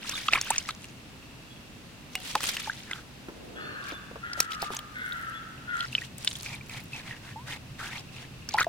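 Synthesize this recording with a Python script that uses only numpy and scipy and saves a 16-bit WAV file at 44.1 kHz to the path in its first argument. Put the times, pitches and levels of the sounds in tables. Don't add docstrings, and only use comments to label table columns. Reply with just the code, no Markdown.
import sys
import numpy as np
from scipy import signal
from scipy.fft import rfft, irfft
from scipy.io import wavfile

SR = 44100
rng = np.random.default_rng(int(sys.argv[2]) if len(sys.argv) > 2 else 0)


def generate_wav(sig):
    pcm = np.round(np.clip(np.atleast_2d(sig).T, -1, 1) * 32767).astype(np.int16)
    wavfile.write(sys.argv[1], SR, pcm)


N = 382788
SWITCH_S = 5.855

# (start [s], length [s], bubbling level [dB], hiss level [dB])
SURGES = [(0, 0.25, -42, -43.5), (0.098, 0.64, -44.5, -46.5), (0.31, 0.088, -30, -45),
          (0.448, 0.13, -40, -47), (0.667, 0.048, -45, -48), (2.093, 0.81, -47, -46.5),
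          (2.226, 0.1, -51.5, -44.5), (2.401, 0.16, -46, -34.5), (2.571, 0.12, -45.5, -51),
          (3.816, 0.14, -48.5, -49), (4.366, 0.096, -68, -42.5), (4.502, 0.058, -45, -43),
          (4.59, 0.097, -45.5, -48), (4.711, 0.058, -48, -41.5), (5.721, 0.21, -49.5, -52),
          (5.899, 0.18, -50, -49), (6.164, 0.18, -58.5, -46.5), (8.492, 0.1, -45.5, -55),
          (8.575, 0.062, -29.5, -38)]
# (start [s], length [s], fizz level [dB], fizz centre at start [Hz], at end [Hz])
STROKES = [(2.837, 0.19, -50, 1740, 1400), (6.422, 0.17, -46, 2700, 2160), (6.691, 0.13, -46, 2200, 2200),
           (6.915, 0.11, -45.5, 2730, 1900), (7.019, 0.17, -47.5, 2070, 1900),
           (7.206, 0.14, -52, 1600, 1800), (7.458, .12, -42.5, 1670, 2340), (7.78, 0.12, -41.5, 1444, 1600),
           (7.884, 0.13, -43, 1520, 3050), (8.114, 0.16, -51, 2880, 1800)]


def from_db(db):
    return 10 ** (np.asarray(db) / 20)


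def rms_one(x):
    return x / np.sqrt(np.mean(x ** 2) + 1e-20)


def at_hz(points, hz):
    points = np.array(points)
    return np.interp(np.log(hz), np.log(points[:, 0]), points[:, 1])


def coloured(x, spectrum):
    length = x.shape[-1]
    hz = np.arange(length // 2 + 1) * SR / length + 1
    return rms_one(irfft(rfft(x) * from_db(at_hz(spectrum, hz)), length))


def drift(rate_hz):
    r = np.exp(-2 * np.pi * rate_hz / SR)
    smooth = signal.lfilter([1], [1, -2 * r, r * r], rng.standard_normal(N + SR))
    return rms_one(smooth[SR:])


def add(out, s, x):
    i = int(s * SR)
    out[:, i:i + x.shape[1]] += x[:, :N - i]


def gate(t, length, attack_s, release_s):
    return np.clip(np.minimum(t / attack_s, (length + release_s - t) / release_s), 0, 1)


def ports(x, lag, pan_db=0.):
    lag = int(round(lag))
    left, right = np.roll(x, max(lag, 0)), np.roll(x, max(-lag, 0))
    return np.array([left, right]) * from_db([[pan_db / 2], [-pan_db / 2]])


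def slaps():
    # (time [s], peak level before panning [dB], centre [Hz], treble level against the body noise [dB])
    slap_list = [(0.094, -15.5, 6340, -6), (0.283, -11, 3120, -71), (0.3257, -18, 1970, -26),
                 (0.334, -4, 2400, -32), (0.352, -23, 2840, -9), (0.4129, -12, 6100, -11),
                 (0.5044, -7.5, 8340, -11), (0.561, -21, 2800, -33), (0.581, -9.5, 5900, -30),
                 (0.6888, -18.5, 2160, -20), (0.706, -25.5, 3400, -32), (.843, -30.5, 2630, -28),
                 (2.1534, -15, 2500, -1), (2.353, -9.5, 1050, -14), (2.406, -22, 1550, -10),
                 (2.4318, -17.5, 2730, -3), (2.4395, -13, 3220, -5), (2.491, -17, 4480, 0),
                 (2.567, -19, 2780, -43), (2.912, -19.5, 2060, -33), (4.332, -21.5, 5050, -18),
                 (4.4028, -2, 5450, -1.5), (4.5188, -22, 3040, -12), (4.62, -17.5, 4930, 0),
                 (4.7666, -21, 6200, -14), (4.79, -22, 3200, -7), (5.806, -16.5, 3330, -44),
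                 (6.182, -26, 8400, 1), (6.2467, -17, 9400, -10), (6.275, -8.5, 3560, -40),
                 (6.312, -27.5, 3450, -23), (6.3619, -26.5, 9700, -3), (6.695, -29.5, 2520, -19),
                 (8.489, -19.5, 5800, -10), (8.539, -17, 4300, -21), (8.644, -22, 1800, -16)]
    # (frequency [Hz], level [dB])
    spray_colour = [(300, -9.5), (1000, -0.5), (4500, -1.5), (9000, -4), (16000, -57)]
    # (frequency [Hz], level [dB])
    mist_colour = [(5000, 9.5), (9000, 16), (12000, 11.5), (15500, 13.5)]
    rise_s, fall_s, mist_pan_db = .0008, 0.0026, -5
    dulling = 0.14
    out, t = np.zeros((2, N)), np.arange(SR // 16) / SR
    hz = np.arange(len(t) // 2 + 1) * SR / len(t) + 1
    swell = (1 - np.exp(-t / rise_s)) * np.exp(-t / fall_s)
    swell /= swell.max()
    for s, db, centre_hz, treble_db in slap_list:
        lag, pan = rng.standard_normal(2)
        noise = rng.standard_normal(len(t))
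        octaves = np.log2(hz / centre_hz)
        peak_db = 13 * np.exp(-(octaves / 0.31) ** 2)
        loss_db = dulling * min(treble_db, -12) * np.minimum(np.abs(octaves), 3)
        body = coloured(irfft(rfft(noise) * from_db(peak_db + loss_db), len(t)), spray_colour)
        treble = coloured(noise, mist_colour) * from_db(treble_db)
        body *= swell
        treble *= swell ** 2
        gain = from_db(db) / np.abs(body + treble).max()
        both = ports(body, 1.2 * lag - 2, pan) + ports(treble, 0, pan + mist_pan_db)
        add(out, s - rise_s / 2, gain * both)
    return out


def rings(rows, cycles, ragged_db):
    ragged = from_db(ragged_db * drift(170))
    out, t = np.zeros((2, N)), np.arange(SR // 4) / SR
    for s, db, hz, climb in rows:
        lag, pan = rng.standard_normal(2)
        life = t * hz / cycles
        turns = hz * t * (1 + climb * life / 2)
        decay = from_db(db - 60 * turns / cycles)
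        onset = np.minimum(t * hz / 1.1, 1)
        waver = np.resize(ragged[int(s * SR):], len(t))
        add(out, s, ports(decay * waver * np.sin(2 * np.pi * turns) * onset, lag - 2, pan))
    return out


def bubbles():
    # (time [s], level before wavering [dB], starting pitch [Hz], pitch climb [share of the start])
    bubble_list = [(.134, -29.5, 1114, 0.6), (.285, -17, 1225, 0.27), (.375, -29, 1045, 0.5),
                   (.505, -22.5, 802, 1.8), (.689, -25, 1200, 0.49), (2.353, -21.5, 817, 0.23),
                   (2.362, -38.5, 484, 1.5), (2.674, -29.5, 860, 0.12), (2.697, -22.5, 1510, 0.56),
                   (2.926, -29, 1420, 0.14), (2.933, -28, 3070, 1.2), (5.123, -19.5, 3600, .2),
                   (5.928, -24, 2690, 0.16), (5.951, -10, 3030, 0.043), (5.981, -17.5, 2520, .02),
                   (6.018, -22.5, 1870, 0.065), (6.273, -16.5, 2225, 6.4), (6.355, -29, 3250, .6),
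                   (6.395, -34, 3500, 1.4), (6.461, -25.5, 2380, .05), (6.541, -26, 2360, .05),
                   (6.61, -34, 2350, .05), (7.11, -24, 1890, .04), (8.543, -16, 847, 0.1),
                   (8.573, -20.5, 953, 0.39), (8.581, -22, 1320, 0.72), (8.585, -13, 1850, 0.45),
                   (8.595, -19, 2360, 0.35), (8.613, -17, 1435, 0.081), (8.667, -23, 665, .14)]
    return rings(bubble_list, cycles=57.3, ragged_db=4.0)


def clinks():
    # (time [s], level before wavering [dB], starting pitch [Hz], pitch climb [share of the start])
    clink_list = [(2.153, -26.5, 2860, 0.016), (2.155, -46, 746, .01), (6.932, -29, 2590, 0.031),
                  (7.359, -36, 844, 0.99)]
    return rings(clink_list, cycles=220, ragged_db=1.5)


def wash(rows, per_s, cycles, spread_octaves, skew, clump_db):
    # (frequency [Hz], level [dB])
    hiss_colour = [(700, -5.5), (3500, 5), (9000, -4), (15000, -15.5)]
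    out, t = np.zeros((2, N)), np.arange(SR // 40) / SR
    hiss = coloured(rng.standard_normal((2, N)), hiss_colour) * from_db(clump_db * drift(35))
    for s, length, db, centre_hz, end_hz, hiss_db in rows:
        span, count = int(length * SR), int(per_s * length)
        swell = np.sin(np.pi * np.arange(span) / span) ** .7
        at = rng.integers(0, span, count)
        scatter = rng.standard_normal((count, 1))
        scatter = scatter * (1 + skew * (scatter > 0))
        slide_hz = centre_hz + (end_hz - centre_hz) * at[:, None] / span
        hz = np.minimum(slide_hz * 2 ** (spread_octaves * scatter), SR / 3)
        size = from_db(3.3 * np.minimum(rng.exponential(1, (count, 1)), 4)) * swell[at, None]
        size = size * np.sqrt(hz / centre_hz)
        turns = hz * t
        tones = np.sin(2 * np.pi * turns * (1 + 0.291 * turns / cycles))
        grains = size * from_db(-60 * turns / cycles) * tones
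        lag = np.clip(np.round(rng.normal(-2, 3, count)), -8, 8).astype(int)
        swarm = []
        for begin in (at + lag, at):
            places = 8 + begin[:, None] + np.arange(len(t))
            swarm.append(np.bincount(places.ravel(), grains.ravel(), span + len(t) + 16))
        add(out, s, from_db(db) * rms_one(np.array(swarm)))
        start = int(s * SR)
        add(out, s, from_db(hiss_db) * hiss[:, start:start + span] * swell[:N - start])
    return out


def stirred_water():
    centre_at_46_hz, hz_per_db = 2829, -42.5
    rows = []
    for s, length, db, hiss_db in SURGES:
        hz = centre_at_46_hz + hz_per_db * (db + 46)
        rows.append((s, length, db, hz, hz, hiss_db))
    return wash(rows, per_s=600., cycles=45., spread_octaves=.55, skew=0, clump_db=3.5)


def rubbed_skin():
    hiss_db, squelch_db, squelch_hz = -1.5, -10.5, 896
    rows = [(s, length, db, hz, end_hz, db + hiss_db) for s, length, db, hz, end_hz in STROKES]
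    for s, length, db, *_ in STROKES:
        rows.append((s, length, db + squelch_db, squelch_hz, squelch_hz, -np.inf))
    return wash(rows, per_s=1000., cycles=45., spread_octaves=.19, skew=1.8, clump_db=2.5)


def dripping_water():
    # (start [s], length [s], level [dB], centre [Hz])
    drip_list = [(0.716, 0.21, -56.5, 5500), (4.897, .5, -59, 9400), (6.17, 0.42, -48.5, 6100),
                 (6.604, 0.36, -59.5, 9100)]
    drip_hiss_db = -2
    spatter_hz, spatter_db = 6950, -7
    rows = [(s, length, db, hz, hz, db + drip_hiss_db) for s, length, db, hz in drip_list]
    for s, length, _, hiss_db in SURGES:
        rows.append((s, length, hiss_db + spatter_db, spatter_hz, spatter_hz, -np.inf))
    return wash(rows, per_s=140., cycles=14., spread_octaves=.5, skew=0, clump_db=2.5)


def knocks():
    # (time [s], starting level of the tone [dB], pitch [Hz])
    knock_list = [(3.285, -36.5, 324), (3.921, -35.5, 344), (4.111, -42, 475), (4.157, -40, 454),
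                  (4.376, -39.5, 550), (4.626, -30, 712), (4.705, -35.5, 367), (4.735, -37.5, 880)]
    out, t = np.zeros((2, N)), np.arange(SR // 10) / SR
    for s, db, hz in knock_list:
        noise = rng.standard_normal(len(t))
        rattle = coloured(noise, [(hz / 2, -12), (hz, 0), (3 * hz, -8), (8000, -40)])
        decay = from_db(db - 60 * t / 0.075)
        add(out, s, ports(decay * (np.sin(2 * np.pi * hz * t) + 1.3 * rattle), 9.2))
    return out


def crow():
    # (start [s], length [s], starting level [dB], starting main tone [Hz], extra level of first band [dB])
    caw_list = [(3.551, 0.39, -43, 1317, -12.5), (4.218, 0.47, -46, 1455, 1.7),
                (4.939, 0.434, -45, 1489, 1), (5.67, .3, -44, 1458, 5)]
    # (multiple of the main tone [ratio], noise width [Hz], level [dB], steady part [ratio to noise])
    throat = [(0.999, 40.6, 2.5, 1.63), (1.199, 121, -1, 0.37), (1.39, 81, -2, 0.57),
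              (2.25, 410, -9, 0.081)]
    attack_s, release_s, fade_db_per_s, sag_hz_per_s = 0.03, 0.059, 11.5, 480
    out = np.zeros((1, N))
    rattle = 1 + .4 * np.sin(2 * np.pi * 97 * np.arange(N) / SR + 2 * drift(15))
    torn = [(clear + drift(width_hz), drift(width_hz)) for _, width_hz, _, clear in throat]
    waver_hz = 25.37 * drift(9)
    for s, length, level_db, hz, core_db in caw_list:
        t = np.arange(int((length + release_s) * SR)) / SR
        now = int(s * SR) + np.arange(len(t))
        phase = 2 * np.pi * np.cumsum(hz - sag_hz_per_s * t + waver_hz[now]) / SR
        bands = []
        for (k, _, db, _), (a, b) in zip(throat, torn):
            bands.append(from_db(db) * (a[now] * np.cos(k * phase) + b[now] * np.sin(k * phase)))
        voice = (from_db(core_db) * bands[0] + sum(bands[1:])) * rattle[now]
        loudness = from_db(level_db - fade_db_per_s * t) * gate(t, length, attack_s, release_s)
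        add(out, s, loudness * voice[None])
    return out[0]


def squeak_and_whistles():
    # (start [s], length [s], rms level before flutter [dB], start [Hz], end [Hz])
    glide_list = [(0.113, 0.036, -41, 3300, 3800), (0.15, 0.018, -32.5, 3720, 3460),
                  (1.502, 0.029, -53, 3360, 3350), (1.559, 0.019, -53.5, 3430, 3320),
                  (3.555, 0.11, -53.5, 3300, 3520), (3.6, 0.16, -54, 4460, 4220),
                  (3.915, 0.059, -47, 3537, 3480), (5.341, 0.045, -48, 3380, 3440)]
    edge_s = 0.0058
    out, flutter = np.zeros((1, N)), from_db(2.0 * drift(45))
    for s, length, db, start_hz, end_hz in glide_list:
        t = np.arange(int((length + edge_s) * SR)) / SR
        glide_hz = start_hz + (end_hz - start_hz) * (t / length) ** 0.77
        tone = np.sin(2 * np.pi * np.cumsum(glide_hz) / SR)
        add(out, s, from_db(db) * np.sqrt(2) * gate(t, length, edge_s, edge_s) * tone[None])
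    return out[0] * flutter


def grove(x):
    t60_s = 1.6
    t = np.arange(SR) / SR
    tail = rng.standard_normal((2, SR)) * from_db(-60 * t / t60_s)
    return signal.fftconvolve(x[None], tail / np.sqrt(np.sum(tail ** 2) / 2))[:, :N]


def ring(clicks, hz, t60_s):
    r, w = from_db(-60 / (t60_s * SR)), 2 * np.pi * hz / SR
    return signal.lfilter([0, np.sin(w)], [1, -2 * r * np.cos(w), r * r], clicks + 1e-18)


def pump_ticks():
    start_s, period_s = .0546, .08369
    tick_hz, t60_s, click_db = 2700, 0.0095, -44.5
    clicks = np.zeros(N)
    at = (np.arange(start_s, N / SR, period_s) * SR).astype(int)
    clicks[at] = from_db(click_db + 3 * rng.standard_normal(len(at)))
    once = ring(clicks, tick_hz, t60_s)
    twice = ring(once, tick_hz, t60_s / 2)
    return rms_one(twice) * np.std(once)


def pump_hum():
    hum_hz, width_hz, throbs_per_s = 127.6, 47, 10
    before_db, after_db = -58, -48.5
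    t = np.arange(N) / SR
    near = t > SWITCH_S
    throb = 1 + 0.11 * near * np.sin(2 * np.pi * throbs_per_s * t + 2 * drift(3.4))
    wobble = (0.81 + drift(width_hz)) * np.sin(2 * np.pi * hum_hz * t + 1.17 * drift(0.96))
    return from_db(np.where(near, after_db, before_db)) * rms_one(wobble) * throb


def rumble():
    centre_s, width_s, level_db = 3.59, 0.28, -46
    band = signal.butter(2, [180, 600], "band", fs=SR, output="sos")
    swell = np.exp(-((np.arange(N) / SR - centre_s) / width_s) ** 2)
    return from_db(level_db) * swell * rms_one(signal.sosfilt(band, rng.standard_normal((2, N))))


def air():
    # (frequency [Hz], level [dB])
    air_colour = [(21, -64), (36, -6.5), (244, -5.5), (386, -14), (1100, -19), (2190, -19.5), (2680, -20.5),
                  (3640, -21), (16000, -38.5)]
    # (frequency [Hz], likeness [0 to 1])
    likeness = [(60, 0.79), (290, 0.76), (640, 0.37), (2000, 0.031)]
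    mid, side = rfft(coloured(rng.standard_normal((2, N)), air_colour))
    alike = np.clip(at_hz(likeness, np.arange(len(mid)) * SR / N + 1), -1, 1)
    both = np.sqrt(1 + alike) * mid + np.sqrt(1 - alike) * side * [[1], [-1]]
    level_db = -48 + 0.043 * drift(42.0)
    return from_db(level_db) * rms_one(irfft(both, N))


def scene():
    near = slaps() + bubbles() + stirred_water() + rubbed_skin() + dripping_water() + clinks() + knocks()
    caws, glides, ticks = crow(), squeak_and_whistles(), pump_ticks()
    before = np.arange(N) / SR < SWITCH_S
    crow_far = (ports(caws, -10.5, 2.1) + from_db(-2.0) * grove(caws)) * before
    glides_echoed = ports(glides, 2.67) + from_db(-6.5) * grove(glides)
    pump_far = ticks + from_db(7.5) * grove(ticks) + pump_hum()
    return near + crow_far + glides_echoed + pump_far + rumble() + air()


def record(dry):
    return signal.sosfilt(signal.cheby2(20, 60, 16500, fs=SR, output="sos"), dry)


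dry = scene()
out = record(dry)
generate_wav(out)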